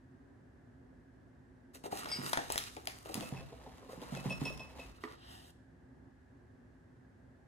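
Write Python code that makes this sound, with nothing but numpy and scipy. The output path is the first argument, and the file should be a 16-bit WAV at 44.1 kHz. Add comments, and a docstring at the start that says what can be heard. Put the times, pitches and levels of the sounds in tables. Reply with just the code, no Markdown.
"""Spooning starch from a carton

A steel spoon digs in a paper-lined carton, close to a phone in a small kitchen with a low appliance drone.
The liner rustles and snaps, the card knocks, and shaken powder thumps and slides inside.
The spoon grazes a rim, chinks, and crunches through the starch, stirring the air in the carton.
The carton is set down on the counter and the fingers slide off."""
import sys
import numpy as np
from scipy import signal
from scipy.fft import rfft, irfft, next_fast_len
from scipy.io import wavfile
from scipy.ndimage import uniform_filter1d

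SR = 44100
rng = np.random.default_rng(int(sys.argv[2]) if len(sys.argv) > 2 else 0)


def materialize(psi):
    """Save the field psi as 16-bit PCM at rate SR to the path in sys.argv[1].

    A 1-D psi becomes a single channel; in a 2-D psi each row is a channel.
    """
    bounded = np.clip(np.atleast_2d(psi).T, -1, 1)
    quanta = np.round(bounded * 32767).astype(np.int16)
    wavfile.write(sys.argv[1], SR, quanta)


N = 329427
T = np.arange(N) / SR
EVENT_T = T[:SR // 2]


def undb(db):
    """Decibels to gain."""
    return 10 ** (np.asarray(db) / 20)


def unit(x):
    """Scale to rms 1."""
    return x / np.sqrt(np.mean(x ** 2))


def crest(x, window_samples=176):
    """Scale the loudest window to rms 1."""
    return x / np.sqrt(uniform_filter1d(x ** 2, window_samples).max())


def at_hz(points, hz):
    """Read (Hz, value) points on a log-frequency axis."""
    point_hz, values = np.transpose(points)
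    return np.interp(np.log(np.maximum(hz, 1)), np.log(point_hz), values)


def curves(table):
    """Interpolate each value column of a timed table, sample by sample."""
    times_s, *columns = np.transpose(table)
    return [np.interp(T, times_s, column) for column in columns]


def colour(x, points):
    """Filter by (Hz, dB) points, falling 40 dB per octave beyond the ends."""
    size = next_fast_len(x.shape[-1] + SR // 10)
    hz = np.maximum(np.fft.rfftfreq(size, 1 / SR), 1)
    octaves_out = np.abs(np.log2(hz / np.clip(hz, points[0][0], points[-1][0])))
    gain = undb(at_hz(points, hz) - 40 * octaves_out)
    return irfft(rfft(x, size) * gain, size)[..., :x.shape[-1]]


def walk(per_s):
    """Smooth random wander, rms 1."""
    hold = max(int(SR / per_s), 1)
    steps = np.repeat(rng.standard_normal(N // hold + 1), hold)
    return unit(uniform_filter1d(steps, hold)[:N])


def add(track, start_s, sound):
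    """Mix a sound into a track."""
    i = int(start_s * SR)
    track[i:i + len(sound)] += sound[:N - i]


def rise(rise_s):
    """Linear onset of one event."""
    return np.minimum(EVENT_T / rise_s, 1)


def burst(decay_s):
    """Decaying puff of noise."""
    return rng.standard_normal(len(EVENT_T)) * np.exp(-EVENT_T / decay_s)


def stroke(start_s, length_s, sag_db_per_s=0, attack_s=.016, release_s=.015):
    """Envelope of one push: attack, hold with optional sag, release."""
    t = np.maximum(T - start_s, 0)
    release = np.exp(-np.maximum(t - length_s, 0) / release_s)
    return np.minimum(t / attack_s, 1) * undb(-sag_db_per_s * t) * release


def ring(modes, tilt_db_per_oct=0, scatter_db=2, detune=.002):
    """One blow on (Hz, dB, T60 s) modes; the place of contact changes their balance."""
    hz, db, t60_s = np.transpose(modes)[:, :, None]
    chance = rng.standard_normal((len(hz), 2, 1))
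    mode_db = db + tilt_db_per_oct * np.log2(hz / hz[0]) + scatter_db * chance[:, 0]
    gain = undb(mode_db) * rng.choice([-1, 1], hz.shape)
    tones = np.sin(2 * np.pi * hz * (1 + detune * chance[:, 1]) * EVENT_T)
    return np.sum(gain * tones * undb(-60 * EVENT_T / t60_s), axis=0)


def chatter(sound, db, decay_s, per_s=640):
    """One touch, then a dying run of lighter ones that sound alike."""
    hits = rng.random(len(EVENT_T)) < per_s / SR
    touches = undb(db) * hits * burst(decay_s)
    touches[0] = 1
    return signal.fftconvolve(sound, touches)[:len(EVENT_T)]


def grains(per_s, spread_db, hiss_db):
    """Tiny slips of fibre or powder, a few of them large, plus smooth hiss."""
    slips = (rng.random(N) < per_s / SR) * rng.choice([-1, 1], N)
    sizes = undb(spread_db * np.minimum(rng.exponential(1, N), 5))
    return unit(slips * sizes) + undb(hiss_db) * rng.standard_normal(N)


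# Diffuse field at the phone's two ports. Each row: frequency in Hz, left-right correlation.
PORT_CORRELATION = [(40, 0.99), (250, 0.82), (500, 0.17), (1000, 0.053), (4000, .2), (12000, 0.19)]

def diffuse(spectrum, db):
    """Noise from all around: alike at both ports in the bass, nearly unrelated higher up."""
    hz, band_db = np.transpose(spectrum)
    alike = np.clip(at_hz(PORT_CORRELATION, hz), -.98, .98)
    mid = colour(rng.standard_normal(N), np.c_[hz, band_db + 10 * np.log10(1 + alike)])
    side = colour(rng.standard_normal(N), np.c_[hz, band_db + 10 * np.log10(1 - alike)])
    return undb(db) * np.array([mid + side, mid - side]) / np.std(mid)


# Appliance drone and room hiss. Each row: frequency in Hz, level in dB.
DRONE_SPECTRUM = [(30, -32), (42, -15), (60, 0), (85, -4.5), (115, -1), (160, -7.5), (215, -11), (260, 0),
                  (310, -15), (360, -7.5), (420, -16.5), (560, -17.5), (860, -21.5), (1300, -28.5)]
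AIR_SPECTRUM = [(760, -36), (1300, -9.5), (1520, -3), (1660, 1), (2090, -10.5), (2240, -15), (3380, -21.5),
                (8260, -27), (11200, -31.5), (12200, -44.5), (13200, -32.5), (16000, -49)]

def appliance(drone_db=-60, wander_db=.8, hum_db=-77, hiss_db=-77):
    """An appliance drones with a wavering hum, over faint hiss."""
    hum = unit(colour(rng.standard_normal(N), [(245, -27), (263, -4), (280, -16)]))
    drone = diffuse(DRONE_SPECTRUM, drone_db) * undb(wander_db * walk(per_s=10))
    return drone + undb(hum_db) * hum + diffuse(AIR_SPECTRUM, hiss_db)


# Spoon pushes on the liner. Each row: start in seconds, length in seconds, level in dB,
# relative treble in dB, relative wall level in dB.
LINER_STROKES = [(1.732, 0.024, -52.5, 0.5, -5.5), (1.833, 0.033, -50, -2, 0.5),
                 (1.906, 0.086, -51.5, 0.5, 4.5), (1.994, 0.28, -51.5, -5, 4.5),
                 (2.217, 0.11, -52.5, 4, 7.5), (2.317, 0.26, -55, -4.5, -3),
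                 (2.488, 0.19, -49.5, -7.5, -10), (2.698, 0.18, -69, 2.5, -13), (2.832, 0.22, -69.5, 7, 4),
                 (3.041, 0.1, -58.5, -0.5, 2), (3.14, 0.16, -56.5, -0.5, 2),
                 (3.89, 0.071, -62.5, -0.5, 8.5), (4.015, 0.53, -58, -4, 5), (4.752, 0.11, -63, -5, -9),
                 (5.028, 0.12, -64.5, -9, 13.5)]
# Liner, liner hiss and carton wall. Each row: frequency in Hz, level in dB.
PAPER_SPECTRUM = [(900, 0), (1500, 5), (2400, 4), (3150, 3.5), (4300, 1), (5400, -3), (6800, -14),
                  (8000, -19)]
HISS_SPECTRUM = [(5000, -14), (7000, -3.5), (10500, -2.5), (12000, -11), (14000, -6), (16000, -22)]
WALL_SPECTRUM = [(130, -6.5), (300, -1.5), (520, -6), (780, -6), (1200, -6), (2000, -13)]

def liner_rustle(hand_db=-68):
    """Spoon and holding hand make the paper slide and crinkle; the carton wall drums along."""
    pushes = [(stroke(start_s, length_s, sag_db_per_s=4.5), *levels_db)
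              for start_s, length_s, *levels_db in LINER_STROKES]
    hand = (stroke(start_s=1.92, length_s=3.2), hand_db, -7.5, 4.5)
    power = sum(np.outer(undb([db, db + treble_db, db + wall_db]), envelope) ** 2
                for envelope, db, treble_db, wall_db in pushes + [hand])
    paper_gain, hiss_gain, wall_gain = np.sqrt(power)
    slips = grains(per_s=2800, spread_db=2.5, hiss_db=11) * undb(2.6 * walk(per_s=70))
    creases = grains(per_s=110, spread_db=2.5, hiss_db=-30)
    friction = unit(slips) + undb(-3) * creases
    paper = undb(-2) * unit(colour(friction, PAPER_SPECTRUM))
    hiss = undb(-1) * unit(colour(friction, HISS_SPECTRUM))
    wall = undb(-4) * unit(colour(grains(per_s=360, spread_db=2.5, hiss_db=-3), WALL_SPECTRUM))
    return paper_gain * paper + hiss_gain * hiss + wall_gain * wall


# Spoon bumps on the card. Each row: start in seconds, level in dB, tilt in dB per octave.
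SPOON_BUMPS = [(1.753, -50.5, -2), (1.841, -39.5, -3), (1.858, -37, -6), (1.926, -31, -0.5),
               (2.072, -40.5, -1), (2.333, -40, 5), (2.373, -28, 8.5), (2.385, -35, -2), (2.449, -50, 9),
               (2.502, -29, 9.5), (2.538, -49, -2), (2.558, -33, -0.5), (2.768, -42, 4), (2.873, -40, 2),
               (3.058, -44, -4), (3.094, -41.5, -3), (3.151, -48, 2), (3.21, -41, -9)]
# Jolts of the carton. Each row: start in seconds, thump in dB, tilt in dB per octave, powder in dB.
CARTON_SHAKES = [(2.186, -38, 1, -58), (2.944, -56, 5, -66), (3.152, -41, 1, -52), (3.170, -36, -1, -56),
                 (3.323, -35, -3, -54), (3.976, -44.5, 1, -58), (4.122, -35, -1, -49.5),
                 (4.257, -32.5, -2, -48.5), (4.416, -31.5, 0, -48.5), (4.559, -51, 3, -57),
                 (4.765, -52, 4, -57)]
# Card modes. Each row: frequency in Hz, level in dB, T60 in seconds.
CARD_MODES = [(312, -7, .06), (400, -7, .07), (480, -8, .07), (600, -8, .07), (705, 0, .05), (810, 3, .04),
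              (900, -7, .04), (1085, -12, .045)]
RATTLE_DB, RATTLE_S = -14, .025  # card, liner and lumps slap on after a blow

def card_knocks(re_thump_db=-10):
    """The card knocks and rattles at each spoon bump and each shake."""
    out = np.zeros(N)
    jolts = [(start_s, db + re_thump_db, tilt) for start_s, db, tilt, _ in CARTON_SHAKES]
    for start_s, db, tilt in list(SPOON_BUMPS) + jolts:
        card = ring(CARD_MODES, tilt, scatter_db=1.5, detune=.02)
        add(out, start_s, undb(db) * crest(chatter(card, RATTLE_DB, RATTLE_S)))
    return out


# Handling of the phone. Each row: time in seconds, level in dB.
GRIP_LEVELS = [(1.8, -84), (2.2, -76), (3.3, -64.5), (4.55, -61.5), (4.75, -59), (4.92, -53.5),
               (5.05, -66.5), (5.3, -68), (5.6, -84.5)]

def grip_rumble():
    """The hand shifts on the phone and makes it rumble."""
    rumble = colour(rng.standard_normal(N), [(33, -18), (44, -3), (62, 14), (85, -5.5)])
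    return undb(curves(GRIP_LEVELS)[0]) * unit(rumble)


# Liner buckles. Each row: start in seconds, level in dB, tilt in dB per octave, patch resonance in Hz.
LINER_SNAPS = [(1.923, -42.5, -7, 4200), (2.058, -36.5, -4.5, 1700), (2.116, -37, -5.5, 3380),
               (2.216, -41, -5.5, 1800), (2.263, -36, -3.5, 4400), (2.3316, -23.5, -3, 1910),
               (2.345, -47, 1, 2000), (2.373, -26, -3, 1700), (2.386, -49, -7, 3300),
               (2.5016, -35.5, 1, 3300), (2.5217, -29, 7.5, 7650), (2.5575, -32.5, 1, 1770),
               (2.578, -25.5, 3, 3300), (2.638, -41.5, 1, 4000), (2.766, -45, -4, 3100),
               (2.872, -30, 0, 2500), (3.058, -48, -6.5, 2980), (3.1424, -32.5, 4, 3530),
               (3.153, -47, -3, 7000), (3.176, -50, 2, 3800), (3.208, -39.5, -1.5, 3040),
               (4.017, -49.5, 0, 3200), (4.150, -41, -1.5, 3200), (4.576, -49, -1, 2000)]
# Base spectrum of a snap. 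Each row: frequency in Hz, level in dB.
SNAP_SPECTRUM = [(300, -37.5), (700, -1.5), (1200, -0.5), (1600, 7), (2900, -4), (4500, -1), (6500, -3.5),
                 (8500, -9), (10500, -4), (12000, -14), (14000, -11), (16000, -18.5)]

def liner_snaps(flutter_db=-25, crinkles_per_s=1100, patch_db=5, patch_octaves=.27):
    """A crease gives way, rings its patch of paper, and the sheet crinkles after it."""
    out = np.zeros(N)
    hz = np.geomspace(SNAP_SPECTRUM[0][0], SNAP_SPECTRUM[-1][0], 60)
    for start_s, db, tilt, patch_hz in LINER_SNAPS:
        crack = burst(decay_s=.0011) * rise(.0007)
        crinkles = (rng.random(len(EVENT_T)) < crinkles_per_s / SR) * np.sqrt(SR / crinkles_per_s)
        flutter = undb(flutter_db) * burst(decay_s=.025) * crinkles
        octaves = np.log2(hz / patch_hz)
        resonance_db = patch_db * np.exp(-(octaves / patch_octaves) ** 2)
        shape_db = at_hz(SNAP_SPECTRUM, hz) + tilt * octaves + resonance_db
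        add(out, start_s, undb(db) * crest(colour(crack + flutter, np.c_[hz, shape_db])))
    return out


# Spoon touches on a rim. Each row: start in seconds, level in dB, pitch ratio.
RIM_GRAZES = [(2.087, -47, 1.008), (2.096, -48, .998), (2.1155, -37.5, 1.002), (2.125, -39.5, 1),
              (2.137, -43, 1)]
# Modes of that contact. Each row: frequency in Hz, level in dB, T60 in seconds.
RIM_MODES = [(2208, -8, .28), (2234, -10, .15), (3318, -12, .12), (4778, 1, .15), (5106, -1, .24),
             (5141, -5, .28), (5258, -4, .16), (5320, 1, .09), (5404, -6, .12), (8225, -10, .16),
             (8560, -18, .12), (8950, -14, .11)]

def rim_grazes():
    """The spoon skids along a rim on its way in, skipping after each touch."""
    out = np.zeros(N)
    for start_s, db, pitch in RIM_GRAZES:
        modes = np.array(RIM_MODES) * [pitch, 1, 1]
        rim = ring(modes, scatter_db=2.5, detune=.001)
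        add(out, start_s, undb(db) * crest(chatter(rim, db=-11, decay_s=.012)))
    return out


# Sliding powder and lumps pricking the liner. Each row: frequency in Hz, level in dB.
POWDER_SPECTRUM = [(300, -6), (700, 0), (1050, 0), (1400, -8), (2000, -9), (3000, -11), (5200, -16),
                   (8800, -21), (11000, -20), (12100, -33), (14000, -27), (15500, -42)]
CRACKLE_SPECTRUM = [(2800, -4), (3600, -5), (5500, -3.5), (7500, -4.5), (10500, -3.5), (12000, -18),
                    (14000, -23)]
SCOOP_START_S, SCOOP_LENGTH_S = 3.05, 1.85

def powder_slides(lead_s=.021, scoop_db=-64.5, crackle_db=-13):
    """Starch slides down the liner at each shake, scrapes past the spoon and crackles on the paper."""
    slide_power = sum((undb(db) * stroke(start_s - lead_s, length_s=.11, sag_db_per_s=54)) ** 2
                      for start_s, *_, db in CARTON_SHAKES)
    scoop_power = (undb(scoop_db) * stroke(SCOOP_START_S, SCOOP_LENGTH_S)) ** 2
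    slips = grains(per_s=1200, spread_db=3, hiss_db=-7.5) * undb(2 * walk(per_s=45))
    sliding = unit(colour(slips, POWDER_SPECTRUM))
    crackle = unit(colour(grains(per_s=130, spread_db=3, hiss_db=-13), CRACKLE_SPECTRUM))
    return np.sqrt(slide_power + scoop_power) * (sliding + undb(crackle_db) * crackle)


# Low modes of the carton. Each row: frequency in Hz, level in dB, T60 in seconds.
CARTON_MODES = [(108, -7, .1), (135, 0, .19), (162, -4, .08), (188, 2, .15), (231, 5, .09), (262, -1, .1),
                (370, -6, .1), (475, -12, .1)]

def carton_thumps():
    """Shaken powder lands in the carton with a dull thump and settles."""
    out = np.zeros(N)
    for start_s, db, tilt, _ in CARTON_SHAKES:
        box = ring(CARTON_MODES, tilt, scatter_db=0, detune=.018) * rise(.0024)
        add(out, start_s, undb(db) * crest(chatter(box, RATTLE_DB, RATTLE_S)))
    return out


# Air in the carton. 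Each row: frequency in Hz, level in dB, T60 in seconds.
CAVITY_MODES = [(250, -4, .07), (370, -7, .06), (435, -5, .06), (510, -1, .07), (575, -4, .05),
                (650, -2, .07), (740, -5, .04), (860, -7, .04), (1030, -7, .04)]

def powder_churn(db=-63, fits_db=5):
    """Powder gives way to the spoon in fits; each air resonance swells and fades on its own."""
    air = np.zeros(N)
    for mode in CAVITY_MODES:
        slips = grains(per_s=250, spread_db=3.5, hiss_db=-11)
        resonance = signal.oaconvolve(slips, ring([mode], scatter_db=0))[:N]
        air += resonance * undb(fits_db * walk(per_s=22))
    return undb(db) * stroke(SCOOP_START_S, SCOOP_LENGTH_S) * unit(air)


# Contacts of the loose spoon. Each row: start in seconds, level in dB.
SPOON_CHINKS = [(3.218, -56), (3.259, -54), (3.367, -51.5), (4.162, -51), (4.2965, -45), (4.305, -43),
                (4.319, -46), (4.452, -40.5), (4.464, -44), (4.492, -52), (4.594, -48.5), (4.796, -50)]
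# Spoon modes. Each row: frequency in Hz, level in dB, T60 in seconds.
SPOON_MODES = [(2592, 0, .18), (2618, -4, .15), (2665, -7, .07), (5328, -10.5, .18), (5374, -11.5, .2),
               (8845, -16, .11), (8930, -17, .07)]
# Dry contact tick. Each row: frequency in Hz, level in dB.
TICK_SPECTRUM = [(1500, -14), (2600, -2), (3500, 0), (4500, -9), (14000, -20)]

def spoon_chinks(tick_db=-8, full_strength_db=-40, cushion_s=.002):
    """The loose spoon ticks and rings after a shake, cushioned by powder; lighter hits are duller."""
    out = np.zeros(N)
    for start_s, db in SPOON_CHINKS:
        tick = undb(tick_db) * crest(colour(burst(decay_s=.015), TICK_SPECTRUM))
        steel = ring(SPOON_MODES, tilt_db_per_oct=.5 * (db - full_strength_db), detune=.0041)
        ringing = chatter(steel, db=-18, decay_s=.012) * rise(cushion_s)
        add(out, start_s, undb(db) * (crest(ringing, window_samples=SR // 60) + tick))
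    return out


# Spoon pushes into packed starch. Each row: start in seconds, level in dB.
STARCH_CRUNCHES = [(3.222, -44), (3.405, -52), (3.521, -47), (3.661, -48), (3.825, -53), (3.890, -47),
                   (4.017, -44.5), (4.165, -45), (4.243, -46), (4.303, -42.5), (4.455, -42), (4.5, -46),
                   (4.6, -50), (4.792, -46)]
# Crushed grains. Each row: frequency in Hz, level in dB.
GRIT_SPECTRUM = [(400, -8), (1100, -8), (2000, -7.5), (4000, -4), (8000, -10), (12000, -24)]

def starch_crunches(decay_s=.0094, grit_db=-14):
    """Each push crushes a short shower of grains, which rings the air in the carton."""
    grit_gain, hollow = np.zeros(N), np.zeros(N)
    push = rise(.003) * np.exp(-EVENT_T / decay_s)
    for start_s, db in STARCH_CRUNCHES:
        add(grit_gain, start_s, undb(db + grit_db) * push)
        air = signal.fftconvolve(ring(CAVITY_MODES, detune=.02), burst(decay_s))
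        add(hollow, start_s, undb(db) * crest(air))
    grit = unit(colour(grains(per_s=1800, spread_db=3, hiss_db=-13), GRIT_SPECTRUM))
    return hollow + grit_gain * grit


# Fingers on the card. Each row: time in seconds, level in dB, relative skin hiss in dB.
FINGER_LEVELS = [(5.0, -56, -5), (5.12, -73.5, -17), (5.24, -60.5, -17.5), (5.32, -56, -7),
                 (5.41, -61.5, -8), (5.51, -67, -0.5), (5.535, -87, -7.5)]
# Rubbed hollow carton. Each row: frequency in Hz, level in dB.
HOLLOW_SPECTRUM = [(700, 7.5), (1200, -7), (1750, 3.5), (2350, -11), (3150, 3.5), (3600, -2), (4500, -7.5),
                   (5450, -6.5), (6500, -31), (8000, -20)]

def finger_slide():
    """Skin slides over the card, coloured by the air inside, and lifts off."""
    db, hiss_db = curves(FINGER_LEVELS)
    touching = np.interp(T, [5, 5.05, 5.505, 5.525], [0, 1, 1, 0])
    slips = grains(per_s=4100, spread_db=.5, hiss_db=-5.5)
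    hollow = unit(colour(slips, HOLLOW_SPECTRUM))
    hiss = undb(hiss_db) * unit(colour(slips, HISS_SPECTRUM))
    return touching * undb(db) * (hollow + hiss)


# Carton edges landing. Each row: start in seconds, level in dB.
LANDINGS = [(5.0379, -38), (5.051, -48)]
# Carton on the counter. Each row: frequency in Hz, level in dB, T60 in seconds.
COUNTER_MODES = [(244, -3, 0.17), (338.5, 1.5, 0.073), (430, -5, 0.2), (715, -10, 0.12), (990, -14, 0.25),
                 (1222, 2, 0.07), (1270, -10, 0.42), (1810, -2, 0.045), (1950, 1, 0.034), (2260, -5, .05),
                 (3900, -13, 0.022)]

def set_down(tick_db=-4):
    """One edge of the carton lands on the counter, then the other."""
    out = np.zeros(N)
    for start_s, db in LANDINGS:
        tick = colour(burst(decay_s=.0019), [(400, 3), (1700, -2), (4500, -1.5), (9000, -34), (15000, -44)])
        knock = ring(COUNTER_MODES, scatter_db=2.5, detune=.0086)
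        add(out, start_s, undb(db) * (crest(knock) + undb(tick_db) * crest(tick)))
    return out


def place(x, lag_s, left_db, near_db, near_decay_s=.00097):
    """Two ports: the right hears lag_s later, and each gets its own quick bounces off a pan and the box."""
    left = x * undb(left_db / 2)
    right = np.roll(x, round(lag_s * SR)) * undb(-left_db / 2)
    t = T[:SR // 200]
    bounces = rng.standard_normal((2, len(t))) * np.exp(-t / near_decay_s) * (t > lag_s)
    bounces /= np.linalg.norm(bounces, axis=1, keepdims=True)
    near = undb(near_db) * signal.oaconvolve(x[None], bounces, axes=1)[:, :N]
    return (np.array([left, right]) + near) / np.hypot(1, undb(near_db))


# Kitchen decay. Each row: frequency in Hz, T60 in seconds.
KITCHEN_T60 = [(100, 1), (500, 0.44), (2000, 0.37), (6000, 0.66), (14000, 0.19)]

def kitchen(x):
    """Dense reflections from cupboards and tiles, different at each port."""
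    t = T[:SR * 3 // 4]
    noise = rfft(rng.standard_normal((2, len(t))))
    centres_hz = 2 ** np.arange(6, 15)
    bin_hz = np.clip(np.fft.rfftfreq(len(t), 1 / SR), centres_hz[0], centres_hz[-1])
    tail = np.zeros((2, len(t)))
    for hz in centres_hz:
        band = np.maximum(1 - np.abs(np.log2(bin_hz / hz)), 0)
        tail += irfft(noise * band, len(t)) * undb(-60 * t / at_hz(KITCHEN_T60, hz))
    tail = unit(tail * np.minimum(t / .0024, 1)) / np.sqrt(len(t))
    return signal.fftconvolve(x[None], tail, axes=1)[:, :N]


def scene():
    """Carton and spoon reach the phone directly and through the room, over drone and grip rumble."""
    paper = liner_rustle() + finger_slide()
    snaps, knocks, thumps = liner_snaps(), card_knocks(), carton_thumps()
    steel = rim_grazes() + spoon_chinks()
    landing = set_down()
    starch = starch_crunches() + powder_churn() + powder_slides()
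    direct = (place(paper, lag_s=.0003, left_db=.68, near_db=0)
              + place(snaps, lag_s=.0003, left_db=4, near_db=-9)
              + place(knocks, lag_s=.00046, left_db=2.4, near_db=-19.5)
              + place(thumps, lag_s=.00013, left_db=-4.5, near_db=-22)
              + place(steel, lag_s=.00003, left_db=1.4, near_db=-17)
              + place(landing, lag_s=.00003, left_db=-3.6, near_db=-12)
              + place(starch, lag_s=.00007, left_db=.78, near_db=-9))
    room = kitchen(undb(-11) * paper + undb(-8) * snaps + undb(-8.5) * knocks + undb(-7) * thumps
                   + undb(-8) * steel + undb(-10) * landing + undb(-9) * starch)
    background = (appliance() + grip_rumble()) * undb([[-.45], [.45]])
    return direct + room + background


def record(dry, cutoff_hz=15700):
    """The phone cuts the top treble."""
    return signal.sosfilt(signal.ellip(8, .2, 70, cutoff_hz, fs=SR, output="sos"), dry)


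dry = scene()
out = record(dry)
materialize(out)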